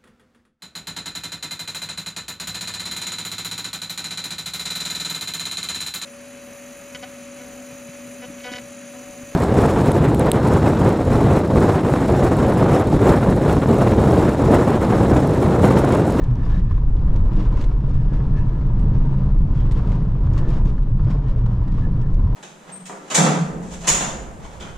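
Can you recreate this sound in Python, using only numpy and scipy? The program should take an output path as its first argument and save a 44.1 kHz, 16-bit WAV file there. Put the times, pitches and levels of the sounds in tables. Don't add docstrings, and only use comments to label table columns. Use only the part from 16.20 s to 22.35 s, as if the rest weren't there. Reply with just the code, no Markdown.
import sys
import numpy as np
from scipy import signal
from scipy.fft import rfft, irfft, next_fast_len
from scipy.io import wavfile
from scipy.ndimage import uniform_filter1d, minimum_filter1d, map_coordinates

SR = 44100
rng = np.random.default_rng(int(sys.argv[2]) if len(sys.argv) > 2 else 0)


def waveform_to_disk(signal):
    frames = np.transpose(np.atleast_2d(signal))
    scaled = np.clip(frames, -1, 1) * 32767
    samples = np.round(scaled).astype(np.int16)
    wavfile.write(sys.argv[1], SR, samples)


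N = 271215
TIME = np.arange(N) / SR
PADDED = next_fast_len(N + SR // 4, True)
FREQS = np.maximum(np.arange(PADDED // 2 + 1) * SR / PADDED, 1)

# (per Hz, relative)
CLICK_SPECTRUM = [(700, -24.5), (2000, 5), (3500, 1), (5500, -4.5), (7500, -7), (9000, -16), (12000, -18.5),
                  (14500, -44.5)]
# (per Hz, relative)
KNOCK_SPECTRUM = [(300, -13), (750, -5), (1060, 8), (1500, -4.5), (2300, -16), (4500, -27.5), (7000, -35.5),
                  (11000, -55.5)]
SCRAPE_Q = 10


def from_db(db):
    return 10 ** (np.asarray(db) / 20)


def rms_one(x):
    return x / np.sqrt(np.mean(x ** 2) + 1e-20)


def steady(x, span_s):
    size = max(int(span_s * SR), 2)
    power = uniform_filter1d(uniform_filter1d(x ** 2, size), size)
    return x / np.sqrt(np.abs(power) + 1e-20)


def noise():
    return rng.standard_normal((2, N))


def gain_in_time(rows):
    seconds, level_db = np.transpose(rows)
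    return from_db(np.interp(TIME, seconds, level_db))


def at_freqs(points):
    hz, value = np.transpose(points)
    return np.interp(np.log(FREQS), np.log(hz), value)


def lifted(spectrum, peaks):
    shape = at_freqs(spectrum)
    for hz, width_hz, lift_db in peaks:
        shape = shape + lift_db / (1 + (2 * (FREQS - hz) / width_hz) ** 2)
    return shape


def causal(curve_db):
    cepstrum = irfft(np.log(from_db(curve_db)), PADDED)
    cepstrum[1:PADDED // 2] *= 2
    cepstrum[PADDED // 2 + 1:] = 0
    return np.exp(rfft(cepstrum))


def filtered(x, response):
    spare = PADDED - N
    mirrored = 2 * x[..., -1:] - x[..., -2:-2 - spare:-1]
    tail = mirrored * np.exp(-20 * np.arange(spare) / spare)
    spectrum = rfft(np.concatenate([x, tail], axis=-1))
    return irfft(spectrum * response, PADDED)[..., :N]


def resonate(x, hz, width_hz):
    r = np.exp(-np.pi * width_hz / SR)
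    section = [(1 - r * r) / 2, 0, (r * r - 1) / 2, 1, -2 * r * np.cos(2 * np.pi * hz / SR), r * r]
    return signal.sosfilt([section, section], x + 1e-18)


def die_away(x, t60):
    return signal.lfilter([1], [1, -from_db(-60 / (t60 * SR))], x + 1e-18)


def bout(s, db, half_s):
    width_s = half_s * np.where(TIME < s, 1, 1.2)
    return from_db(db) * np.exp(-.5 * np.minimum(((TIME - s) / width_s) ** 2, 100))


def blows(rows, spectrum, t60, tail_db, tail_t60):
    pulses = np.zeros(N)
    for s, db in rows:
        pulses[int(s * SR)] += from_db(db)
    contact_s = .0012
    keep = np.exp(-2 / (contact_s * SR))
    pulses = signal.lfilter([1 - keep], [1, -keep], pulses + 1e-18)
    envelope = die_away(pulses, t60) + from_db(tail_db) * die_away(pulses, tail_t60)
    colour = causal(at_freqs(spectrum))
    return filtered(envelope * noise(), colour / np.sqrt(np.mean(np.abs(colour) ** 2)))


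def cobbles(unevenness=.35, spread_db=3.5):
    stones_per_s, axle_lag_s = 48, .36
    jolts = np.zeros(N)
    for track in range(2):
        draws = rng.standard_normal((700, 2))
        spacings = np.exp(unevenness * draws[:, 0])
        times = np.cumsum(spacings) / stones_per_s - 1
        for lag in (0, axle_lag_s):
            at = ((times + lag) * SR).astype(int)
            inside = (at >= 0) & (at < N)
            jolts[at[inside]] += from_db(spread_db * draws[inside, 1])
    return jolts


def paving_roughness():
    # start_s, level_db (relative)
    paving = [(0, -37.5), (.34, -36.5), (.46, -42), (.65, -42.5), (.88, -37.5), (1.2, -35), (1.31, -36.5),
              (1.41, -35.5), (1.58, -40), (2.2, -37), (2.5, -39), (2.75, -35.5), (3.28, -39), (3.72, -34.5),
              (3.92, -40), (4.27, -33.5), (4.74, -43.5), (4.89, -38), (5.2, -39), (5.58, -40), (6.15, -39)]
    return from_db(2.0) * gain_in_time(paving)


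def bump_drive():
    # middle_s, level_db (relative), half_length_s
    bump_rows = [(0.257, -57.5, 0.07), (0.344, -53, .04), (0.505, -58.5, 0.059), (1.195, -51.5, 0.047),
                 (1.388, -52.5, 0.04), (1.506, -60.5, 0.022), (1.734, -60.5, 0.12), (1.942, -56, 0.03),
                 (2.177, -54.5, 0.02), (2.754, -58, 0.013), (3.4, -55.5, 0.04), (3.578, -52, 0.024),
                 (3.718, -58.5, 0.048), (4.178, -52, 0.025), (4.34, -53, 0.039), (4.479, -51.5, 0.016),
                 (4.908, -53, 0.027), (5.092, -56, 0.017), (5.587, -57.5, 0.061)]
    return np.sqrt(sum(bout(*row) ** 2 for row in bump_rows))


def faint_ticks(roar):
    ticks_per_s, tick_db, spread_db = 14, -61.5, 1
    draws = rng.random((160, 2))
    times = np.cumsum(2 * draws[:, 0]) / ticks_per_s
    levels = tick_db + spread_db * (2 * draws[:, 1] - 1)
    rows = [(s, db) for s, db in zip(times, levels) if s < TIME[-1]]
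    return rms_one(roar) * blows(rows, CLICK_SPECTRUM, t60=0.029, tail_db=-18.5, tail_t60=0.09)


def scrapes(slips_per_s=600):
    # middle_s, level_db (relative), half_length_s, pitch_hz
    scrape_rows = [(.355, -56, .027, 3800), (2.192, -56.5, .028, 2600), (3.4, -54, 0.032, 3240),
                   (4.91, -60.5, 0.03, 5040), (5.092, -58.5, 0.028, 3100)]
    slips = (rng.random(N) < slips_per_s / SR) * noise()
    out = np.zeros((2, N))
    for s, db, half_s, hz in scrape_rows:
        out += bout(s, db, half_s) * steady(resonate(slips, hz, hz / SCRAPE_Q), span_s=half_s)
    return out


def panel_buzz(roar, bumps, taps_per_s=320):
    # middle_s, level_db (relative), half_length_s, pitch_hz
    buzzes = [(0.02, -47.5, 0.025, 1770), (0.203, -53, 0.045, 1770), (0.342, -41.5, 0.027, 1730),
              (.51, -51, 0.04, 1734), (1.786, -54, 0.02, 1770), (1.944, -51, .05, 1705),
              (2.187, -44.5, 0.031, 1726), (2.353, -54.5, .045, 1710), (2.49, -55.5, 0.025, 1670),
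              (4.24, -48.5, 0.035, 1750), (4.91, -55, 0.025, 1830), (5.082, -54, 0.028, 1840),
              (5.492, -54, 0.025, 1830), (5.645, -44, 0.018, 1730), (5.83, -53, 0.025, 1750)]
    panel_hz, panel_q = 1760, 30
    idle_db, bump_db = -30.5, -6.5
    widening = 0.86
    taps = (rng.random(N) < taps_per_s / SR) * noise()
    stirred = np.hypot(from_db(idle_db) * roar, from_db(bump_db) * bumps)
    out = stirred * rms_one(resonate(taps, panel_hz, panel_hz / SCRAPE_Q))
    usual_db = np.mean([row[1] for row in buzzes])
    for s, db, half_s, hz in buzzes:
        width_hz = hz / panel_q * from_db(widening * max(db - usual_db, 0))
        out += bout(s, db, half_s) * steady(resonate(taps, hz, width_hz), span_s=0.02)
    return out


def trim_rattle(roar, bumps, idle_db=-30, contacts_per_s=380, ring_t60=0.1):
    # (per Hz, relative)
    rattle = [(500, -11), (1200, 12.5), (2000, 3.5), (3100, -1), (4300, -5.5), (5500, -7), (7400, -12.5),
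              (8400, -19), (10500, -20), (13000, -43), (15000, -42)]
    # frequency_hz, width_hz, lift_db
    trim_peaks = [(2760, 200, 2), (3420, 300, 2), (3770, 300, 1.5), (5150, 400, 2.5), (6850, 500, -0.5)]
    shake = np.hypot(from_db(idle_db) * roar, bumps)
    touches = rng.random(N) < contacts_per_s * np.sqrt(rms_one(shake)) / SR
    sizes = from_db(3.5 * np.minimum(rng.exponential(1, N), 3))
    power = die_away((touches * sizes) ** 2, ring_t60 / 2)
    grains = np.sqrt(power) * noise()
    return shake * steady(filtered(grains, causal(lifted(rattle, trim_peaks))), span_s=0.26)


def chatter(jolts, share, settle_t60=0.15):
    return np.sqrt(1 - share + share * rms_one(die_away(jolts, settle_t60)) ** 2)


def plastic_clicks(ring_db=-6, ring_t60=0.017, ring_q=7):
    # start_s, level_db (relative), pitch_hz
    clicks = [(0.038, -41, 6400), (0.154, -48, 6000), (.252, -47, 5000), (.338, -56, 4000),
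              (.381, -53, 3800), (.766, -51, 3500), (0.96, -39.5, 3740), (1.131, -47, 3000),
              (1.255, -53, 3800), (1.37, -44, 3700), (1.406, -48, 6400), (1.411, -39, 4000),
              (1.422, -46, 2900), (1.44, -40, 3600), (1.695, -49.5, 5570), (2.291, -47.5, 6500),
              (2.594, -49.5, 7800), (3.034, -58, 3000), (3.186, -48.5, 4400), (3.511, -39.5, 4100),
              (3.519, -41, 8200), (3.672, -45.5, 5200), (3.692, -50, 6000), (3.718, -43, 6840),
              (4.065, -49, 5000), (4.134, -42, 6460), (4.177, -36.5, 6200), (4.184, -44.5, 4400),
              (4.288, -42, 5950), (4.302, -42, 5500), (4.455, -47, 6500), (4.479, -55, 3500),
              (4.628, -50, 3980), (4.846, -46, 3350), (5.18, -51, 3800), (5.261, -47, 3700),
              (5.479, -49, 5000), (5.52, -49, 4200), (5.814, -47.5, 5480), (5.943, -47, 6000)]
    cracks = [row[:2] for row in clicks]
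    out = from_db(-4.5) * blows(cracks, CLICK_SPECTRUM, t60=0.039, tail_db=-12, tail_t60=0.13)
    age = TIME[:SR // 20]
    for s, db, hz in clicks:
        ring = rms_one(resonate(rng.standard_normal((2, len(age))), hz, hz / ring_q))
        start = int(s * SR)
        out[:, start:start + len(age)] += from_db(db + ring_db - 60 * age / ring_t60) * ring
    return out


def fitting_knocks():
    # start_s, level_db (relative)
    knocks = [(.51, -29), (.576, -32), (1.256, -31), (1.372, -31), (1.413, -31), (2.003, -33.5),
              (3.036, -38), (3.454, -33), (3.594, -32), (3.725, -34), (4.07, -34.5), (4.169, -31),
              (4.58, -33.5), (4.794, -33), (5.26, -29.5), (5.581, -32)]
    return from_db(-5.5) * blows(knocks, KNOCK_SPECTRUM, t60=0.039, tail_db=-19.0, tail_t60=0.046)


def suspension_thuds():
    # start_s, level_db (relative)
    thuds = [(.755, -30.5), (.93, -31.5), (1.172, -26.5), (1.35, -31.5), (1.675, -28), (1.916, -28),
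             (2.653, -27.5), (2.755, -29.5), (3.15, -34.5), (3.411, -28), (3.71, -28.5), (4.114, -27),
             (4.275, -25.5), (4.452, -28.5), (4.865, -26), (5.665, -30)]
    # (per Hz, relative)
    thud_spectrum = [(90, -10), (200, -1), (290, 5.5), (500, -5), (900, -18), (1800, -35), (5000, -59.5)]
    return from_db(-3.0) * blows(thuds, thud_spectrum, t60=0.11, tail_db=-20.5, tail_t60=0.62)


def patter(jolts, tap_t60=0.087):
    taps = steady(die_away(jolts, tap_t60), span_s=0.14)
    return rms_one(filtered(taps * noise(), causal(at_freqs(KNOCK_SPECTRUM))))


def tyres(jolts, slap_t60=0.097, rolling=1.2):
    # (per Hz, relative)
    roar_spectrum = [(120, -16), (200, 0), (290, 0), (400, -8.5), (550, -11.5), (780, -18), (1200, -20.5),
                     (1550, -27), (2100, -35), (3500, -40), (7000, -51.5), (12000, -69.5)]
    # frequency_hz, width_hz, lift_db
    tyre_peaks = [(424.8, 30, 7), (396, 20, -7.5), (944, 83, 7), (1022, 61, 4.5)]
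    slaps = np.sqrt(rolling ** 2 + rms_one(die_away(jolts, slap_t60)) ** 2)
    return steady(filtered(slaps * noise(), causal(lifted(roar_spectrum, tyre_peaks))), span_s=0.074)


def road_noise(jolts, roar, bumps):
    bump_db, patter_db = 5.5, -19.5
    level = np.hypot(roar, from_db(bump_db) * bumps)
    return level * (tyres(jolts) + from_db(patter_db) * patter(jolts))


def heave(depth_db):
    knots_per_s = 6
    knots = rng.standard_normal(200)
    wander = map_coordinates(knots, [TIME * knots_per_s], order=3, mode="mirror")
    return from_db(depth_db * wander)


def rumble(jolts, modes):
    total = np.zeros((2, N))
    for hz, width_hz, db in modes:
        total += from_db(db) * resonate(jolts * noise(), hz, width_hz)
    return steady(total, span_s=0.077)


def cabin_drumming(jolts):
    # frequency_hz, width_hz, level_db (relative)
    cabin_modes = [(87.2, 25.8, -2.6), (115.4, 25.6, 0.5), (135.4, 24, 0.5), (158.1, 29, -9.5),
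                   (188.05, 20.3, -6), (232.8, 52, -18.5)]
    # start_s, level_db (relative)
    drumming = [(0, -25), (.65, -25.5), (1.2, -22.5), (1.5, -27), (1.62, -22.5), (2.1, -21), (2.4, -24.5),
                (2.65, -18.5), (3.3, -21.5), (3.8, -22.5), (4.0, -21.5), (4.2, -20), (4.46, -20.5),
                (4.56, -30.5), (4.66, -26), (4.87, -19.5), (5.08, -22), (6.15, -21.5)]
    return from_db(0.5) * gain_in_time(drumming) * heave(depth_db=1.0) * rumble(jolts, cabin_modes)


def body_boom(jolts):
    # frequency_hz, width_hz, level_db (relative)
    body_modes = [(13.2, 12.5, 3), (30.76, 27.5, 2.5), (46.9, 11, -7.5)]
    # start_s, level_db (relative)
    boom = [(0, -19), (1.3, -17.5), (1.7, -19.5), (3.1, -17.5), (6.15, -21)]
    return from_db(2.5) * gain_in_time(boom) * heave(depth_db=1.5) * rumble(jolts, body_modes)


def wallops(sharpness=3.0):
    # crest_s, level_db (relative), pitch_hz, rise_s
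    swings = [(0.111, -16, 121, 0.052), (0.309, -10.5, 32, .05), (.39, -24.5, 186, 0.037),
              (0.521, -15.5, 84.7, 0.022), (1.03, -20, 86, .04), (1.109, -14, 27.8, 0.16),
              (1.191, -28.5, 311, 0.04), (1.19, -22, 184, 0.024), (1.33, -15.5, 36.7, 0.11),
              (1.359, -22, 78, 0.028), (1.478, -11, 34, 0.06), (1.741, -21, 82.6, 0.058),
              (1.8, -19, 116, 0.032), (2.013, -24, 194.6, 0.043), (2.579, -20.5, 121, 0.046),
              (2.718, -20, 88.7, .08), (2.838, -13.5, 30.8, 0.058), (2.981, -22.5, 191.6, 0.047),
              (2.991, -18.5, 135.3, 0.048), (3.161, -11.5, 29.7, 0.061), (3.441, -21, 134, 0.023),
              (3.48, -16, 43.2, 0.03), (3.72, -20, 174.7, .04), (4.06, -22, 79.8, 0.06),
              (4.07, -25.5, 182, 0.046), (4.099, -17.5, 118.7, 0.05), (4.412, -11.5, 28.8, 0.042),
              (4.721, -14.5, 122.5, 0.026), (4.83, -17, 89.7, 0.062), (4.87, -15.5, 123.7, 0.053),
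              (5.23, -16.5, 118.9, 0.064), (5.4, -16.5, 84.5, 0.031), (5.52, -17, 31, 0.077),
              (5.79, -20.5, 119.5, 0.064), (5.951, -10, 31.8, 0.05), (6.042, -13, 80, 0.023)]
    out = np.zeros(N)
    phases = rng.uniform(0, 2 * np.pi, len(swings))
    for (s, db, hz, rise_s), phase in zip(swings, phases):
        span = slice(max(int((s - rise_s) * SR), 0), int((s + 5 * rise_s) * SR))
        age = TIME[span] - s
        swell = np.maximum(1 + age / rise_s, 0)
        envelope = (swell * np.exp(1 - swell)) ** sharpness
        out[span] += from_db(db) * envelope * np.sin(2 * np.pi * hz * age + phase)
    return from_db(1.0) * np.array([out, np.zeros(N)])


def in_cabin(x):
    # frequency_hz, diffuse_over_direct_db
    width_curve = [(30, -40), (130, -34), (200, -24), (330, -15), (700, -10.5), (1000, -12), (2300, -5.5),
                   (5000, -6.5), (12000, -9)]
    # frequency_hz, left_over_right_db
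    lean_curve = [(110, 0), (250, .6), (550, 1.4), (1050, 3.3), (2200, .8), (10000, .9)]
    side = filtered(x[1], from_db(at_freqs(width_curve)))
    lean = from_db(at_freqs(lean_curve) / 2)
    return filtered(np.array([x[0] + side, x[0] - side]), np.array([lean, 1 / lean]))


def scene():
    roar = paving_roughness()
    bumps = bump_drive()
    jolts = cobbles()
    rubbing = panel_buzz(roar, bumps) + scrapes()
    loose = from_db(3.0) * trim_rattle(roar, bumps) + from_db(-5.5) * rubbing
    trim = chatter(jolts, share=0.19) * loose + from_db(-2.5) * plastic_clicks()
    impacts = faint_ticks(roar) + fitting_knocks() + suspension_thuds()
    road = road_noise(jolts, roar, bumps)
    low = cabin_drumming(jolts) + body_boom(jolts) + wallops()
    return in_cabin(trim + impacts + road + low)


def record(dry):
    ceiling_db, hold_s, cutoff_hz = -6.5, 0.0098, 15500
    size = max(int(hold_s * SR), 2)
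    over = np.abs(dry).max(axis=0) / from_db(ceiling_db)
    gain = (1 + over ** 6) ** (-1 / 6)
    gain = uniform_filter1d(minimum_filter1d(gain, 2 * size), size)
    low_pass = signal.cheby2(12, 70, cutoff_hz, fs=SR, output="sos")
    return signal.sosfilt(low_pass, dry * gain)


dry = scene()
out = record(dry)
waveform_to_disk(out)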